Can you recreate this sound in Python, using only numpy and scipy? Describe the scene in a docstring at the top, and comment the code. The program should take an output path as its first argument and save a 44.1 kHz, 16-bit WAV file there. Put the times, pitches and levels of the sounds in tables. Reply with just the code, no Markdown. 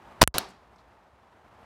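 """Indoors, a gas airsoft pistol fired once, right beside the microphone.
Soft room tone comes first. At 0.21 s gas bursts from the muzzle, hissing and ringing the barrel, and
its pressure pins the microphone for a tenth of a second: only a dull leak and the tips of two slide
knocks get through. The microphone comes free with a low thump, the room's ring is back, and at 0.38 s
the slide snaps shut. Trigger and grip tick faintly as the ring dies into the room tone."""
import sys
import numpy as np
from scipy import signal
from scipy.fft import rfft, irfft
from scipy.io import wavfile

SR = 44100
rng = np.random.default_rng(int(sys.argv[2]) if len(sys.argv) > 2 else 0)


def file_out(sig):
    """Save sig as 16-bit WAV at sys.argv[1]."""
    # one column per channel
    cols = np.atleast_2d(sig).T
    # limit, then scale
    lim = np.clip(cols, -1, 1)
    pcm = np.round(lim * 32767).astype(np.int16)
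    wavfile.write(sys.argv[1], SR, pcm)


N = 72765


def amp(db):
    """Decibels to gain."""
    return 10 ** (np.asarray(db) / 20)


def since(start):
    """Seconds since a moment, zero before it."""
    return np.maximum(np.arange(N) / SR - start, 0)


def curve(rows):
    """Straight lines through (t/s, value) points."""
    return np.interp(np.arange(N) / SR, *np.array(rows).T)


def burst(start, rise, decay):
    """Envelope that swells up to a moment and dies away."""
    t = np.arange(N) / SR - start
    return np.exp(np.where(t < 0, t / max(rise, 1e-5), -t / max(decay, 1e-5)))


def fade(start, t60):
    """Envelope that opens at a moment and falls 60 dB in t60 seconds."""
    return (since(start) > 0) * np.exp(-np.log(1000) * since(start) / t60)


def spectrum(freqs, values):
    """Values spread over the FFT bins along a log-frequency axis."""
    hz = np.arange(N // 2 + 1) * SR / N
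    return np.interp(np.log(hz + 1e-9), np.log(freqs), values)


def noise(colour):
    """Noise of rms 1, coloured by (f/Hz, level/dB) points."""
    gains = amp(spectrum(*np.array(colour).T))
    x = irfft(rfft(rng.standard_normal(N)) * gains, N)
    return x / x.std()


def ring(modes, start):
    """Damped modes (f/Hz, level/dB, t60/s) struck at one moment."""
    t = since(start)
    return sum(amp(db) * np.sin(2 * np.pi * hz * t) * fade(start, t60) for hz, db, t60 in modes)


def butter(x, hz, kind, order):
    """Plain low- or high-pass."""
    return signal.sosfilt(signal.butter(order, hz, kind, fs=SR, output="sos"), x)


def near_reflections(x):
    """Surfaces close to the muzzle repeat a sound within two milliseconds."""
    # direct path and two reflections: delay/s, level/dB
    paths = [(0, 3.5), (.00070, -9.5), (.00145, -14)]
    return sum(amp(db) * np.roll(x, int(delay * SR)) for delay, db in paths)


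def room_tone():
    """A soft, dull rush that wavers a little."""
    # colour of the rush: f/Hz, relative level/dB
    colour = [(15, -42.5), (25, -18), (58, 1), (117, -7), (217, -8), (270, -11), (373, -8), (439, -10),
              (796, -5), (887, -4.5), (5880, -34.5), (14000, -44.5), (16000, -52.5)]
    # the room tone dips at the shot, stays low, then comes back: t/s, level/dB
    tone_level = [(0, -51.5), (.2, -49.5), (.3, -58), (.8, -56.5), (1.1, -58.5), (1.35, -57.5),
                  (1.65, -52.5)]
    waver = butter(rng.standard_normal(N), 27, "low", order=2)
    waver_db = .86 * waver / waver.std()
    return noise(colour) * amp(curve(tone_level) + waver_db)


def muzzle_gas():
    """Close up, each burst of gas hisses and its pressure pulse rings the air in the barrel."""
    # gas bursts: t/s, hiss level/dB, rise/s, decay/s, pulse level/dB
    bursts = [(0.2148, -16, .0006, 0.0044, -37), (0.2181, 2, .001, 0.0015, 3),
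              (0.2230, -8.5, 0.0012, .007, -16.5), (0.2291, 6.5, .00045, 0.00058, 7.5)]
    # colour of the hiss: f/Hz, relative level/dB
    hiss_colour = [(100, 9), (600, 2.5), (1400, -1.5), (2100, 6.5), (3100, -4), (4400, 3), (5600, -3.5),
                   (7000, -9.5), (9500, -8), (16000, -20)]
    # air modes of barrel and muzzle tube: f/Hz, relative level/dB, t60/s
    barrel_modes = [(190, -20, 0.0053), (632, -1.5, .013), (1000, 0.5, 0.017), (2070, -11.5, 0.0088),
                    (4483, -16.5, .04), (5600, -20.5, 0.043)]
    envelope = sum(amp(db) * burst(s, rise, decay) for s, db, rise, decay, _ in bursts)
    barrel = sum(amp(db) * ring(barrel_modes, s) for s, _, _, _, db in bursts)
    return envelope * noise(hiss_colour) + barrel


def room_ring(shot_s, snap_s):
    """The room answers the shot, each band dying at its own rate, and briefly echoes the snap."""
    # bands of the diffuse ring: f/Hz, relative level/dB, t60/s
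    bands = [(50, 3, .45), (109, -3, 0.39), (190, 2, 0.45), (400, 1.5, .39), (910, 4, .41),
             (1800, -5.5, .41), (3000, -7, .39), (4600, -4.5, .38), (6000, -7, 0.34), (7500, -14, .34),
             (11000, -16.5, .31), (15785, -30, .28)]
    # a standing wave of the room: f/Hz, level/dB, t60/s
    standing_wave = [(388, -18, .38)]
    freqs, levels, t60s = np.array(bands).T
    colour = list(zip(freqs, levels))
    wash = rfft(noise(colour))
    diffuse = sum(irfft(wash * spectrum(freqs, band), N) * fade(shot_s, t60)
                  for band, t60 in zip(np.eye(len(bands)), t60s))
    build_up = 1 - np.exp(-since(shot_s) / .03)
    snap_echo = amp(-36) * noise(colour) * fade(snap_s, t60=.09)
    return build_up * (amp(-9) * diffuse + ring(standing_wave, shot_s)) + snap_echo


def slide_knocks():
    """The slide kicks back and hits its stop; only the upward tips pass the pinned microphone."""
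    # knocks: t/s, relative level/dB, length/s, ring f/Hz
    knocks = [(0.2380, 0.5, .00005, 2513), (0.276, 1.5, 0.00013, 9870)]
    rise_s = .00004
    spikes = 0
    for s, db, length, hz in knocks:
        t = (np.arange(N) - round(s * SR)) / SR
        envelope = np.exp(-(t / np.where(t < 0, rise_s, length)) ** 2)
        tips = np.maximum(np.cos(2 * np.pi * hz * t), 0)
        spikes = spikes + amp(db) * envelope * tips
    return near_reflections(spikes)


def slide_snap(snap_s):
    """The slide snaps shut: a crack and the short ring of slide and frame."""
    # modes of slide and frame: f/Hz, relative level/dB, t60/s
    slide_modes = [(1413, -13, .007), (3370, -26.5, 0.0037), (3800, -30.5, .09), (4066, -5.5, 0.0058),
                   (4300, -35.5, .08), (5020, -11.5, 0.0037), (7570, -17.5, .006), (9578, -6.5, 0.0056),
                   (11350, -14, 0.0059), (13250, -54.5, .1)]
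    crack = amp(-12) * rng.standard_normal(N) * burst(snap_s, rise=0, decay=.0021)
    return amp(-5) * near_reflections(ring(slide_modes, snap_s) + crack)


def handling_ticks():
    """Small parts tick as the trigger is let go."""
    # ticks of trigger and grip: t/s, level/dB, centre f/Hz, decay/s
    ticks = [(0.4874, -58, 7960, 0.0067), (0.5024, -60, 7000, .010), (0.7602, -63.5, 4850, 0.0044),
             (0.7832, -65, 4250, .025)]
    handling = 0
    for s, db, hz, decay in ticks:
        colour = [(hz / 2, -22), (hz, 0), (hz * 2, -20), (hz * 4, -40)]
        handling = handling + amp(db) * burst(s, .001, decay) * noise(colour)
    return handling


def scene():
    """The pistol and its room as they reach one close microphone."""
    shot_s, snap_s = .22, .3828
    pistol = muzzle_gas() + slide_snap(snap_s) + handling_ticks()
    return (pistol + room_ring(shot_s, snap_s) + room_tone())[None]


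def record(dry):
    """Pushed against its stop, the microphone passes only spikes and a dull leak; its bass thumps."""
    # gas pressure on the microphone: t/s, push/full travel
    gas_pressure = [(0.2205, 0), (0.2222, .95), (0.2290, 1.05), (0.2320, 4), (0.3385, 4), (0.3425, 0)]
    # low thumps: a faint rumble of trigger and hammer before the shot, then jolts of the microphone: t/s,
    # swing/full travel, f/Hz, t60/s
    thumps = [(0.2030, .012, 100.7, .04), (0.2187, -0.45, 105.3, .028), (0.2298, -.38, 110.3, .014),
              (0.2795, .035, 54.4, 0.061), (0.3445, -0.025, 54, 0.11)]
    ceiling, leak_from_s, leak_rise_s = .88, .295, .0099
    sag_hz, bass_hz, bass_q = 89, 54.8, 1.7
    sound, push = dry[0], curve(gas_pressure)
    travel = np.clip(sound - push, -1, 1) - np.clip(-push, -1, 1)
    pinned = np.clip(push - 1, 0, 1)
    easing = np.clip(since(leak_from_s) / leak_rise_s, 0, 1)
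    leak = amp(-47.5) * easing * pinned * butter(sound, 910, "low", order=2)
    y = ceiling * np.clip(travel, -1, 1) + slide_knocks() + leak
    # the bass sags, then rings in a resonant high-pass
    y = butter(y, sag_hz, "high", order=1)
    w = 2 * np.pi * bass_hz
    y = signal.lfilter(*signal.bilinear([1, 0, 0], [1, w / bass_q, w * w], SR), y)
    y = y + sum(swing * ring([(hz, 0, t60)], s) for s, swing, hz, t60 in thumps)
    # peaks clip; the treble rolls off and ends steeply at 16 kHz
    y = butter(np.clip(y, -.9, .9), 16980, "low", order=2)
    top_cut = signal.ellip(8, .2, 80, 16000, fs=SR, output="sos")
    return signal.sosfilt(top_cut, y)[None]


dry = scene()
out = record(dry)
file_out(out)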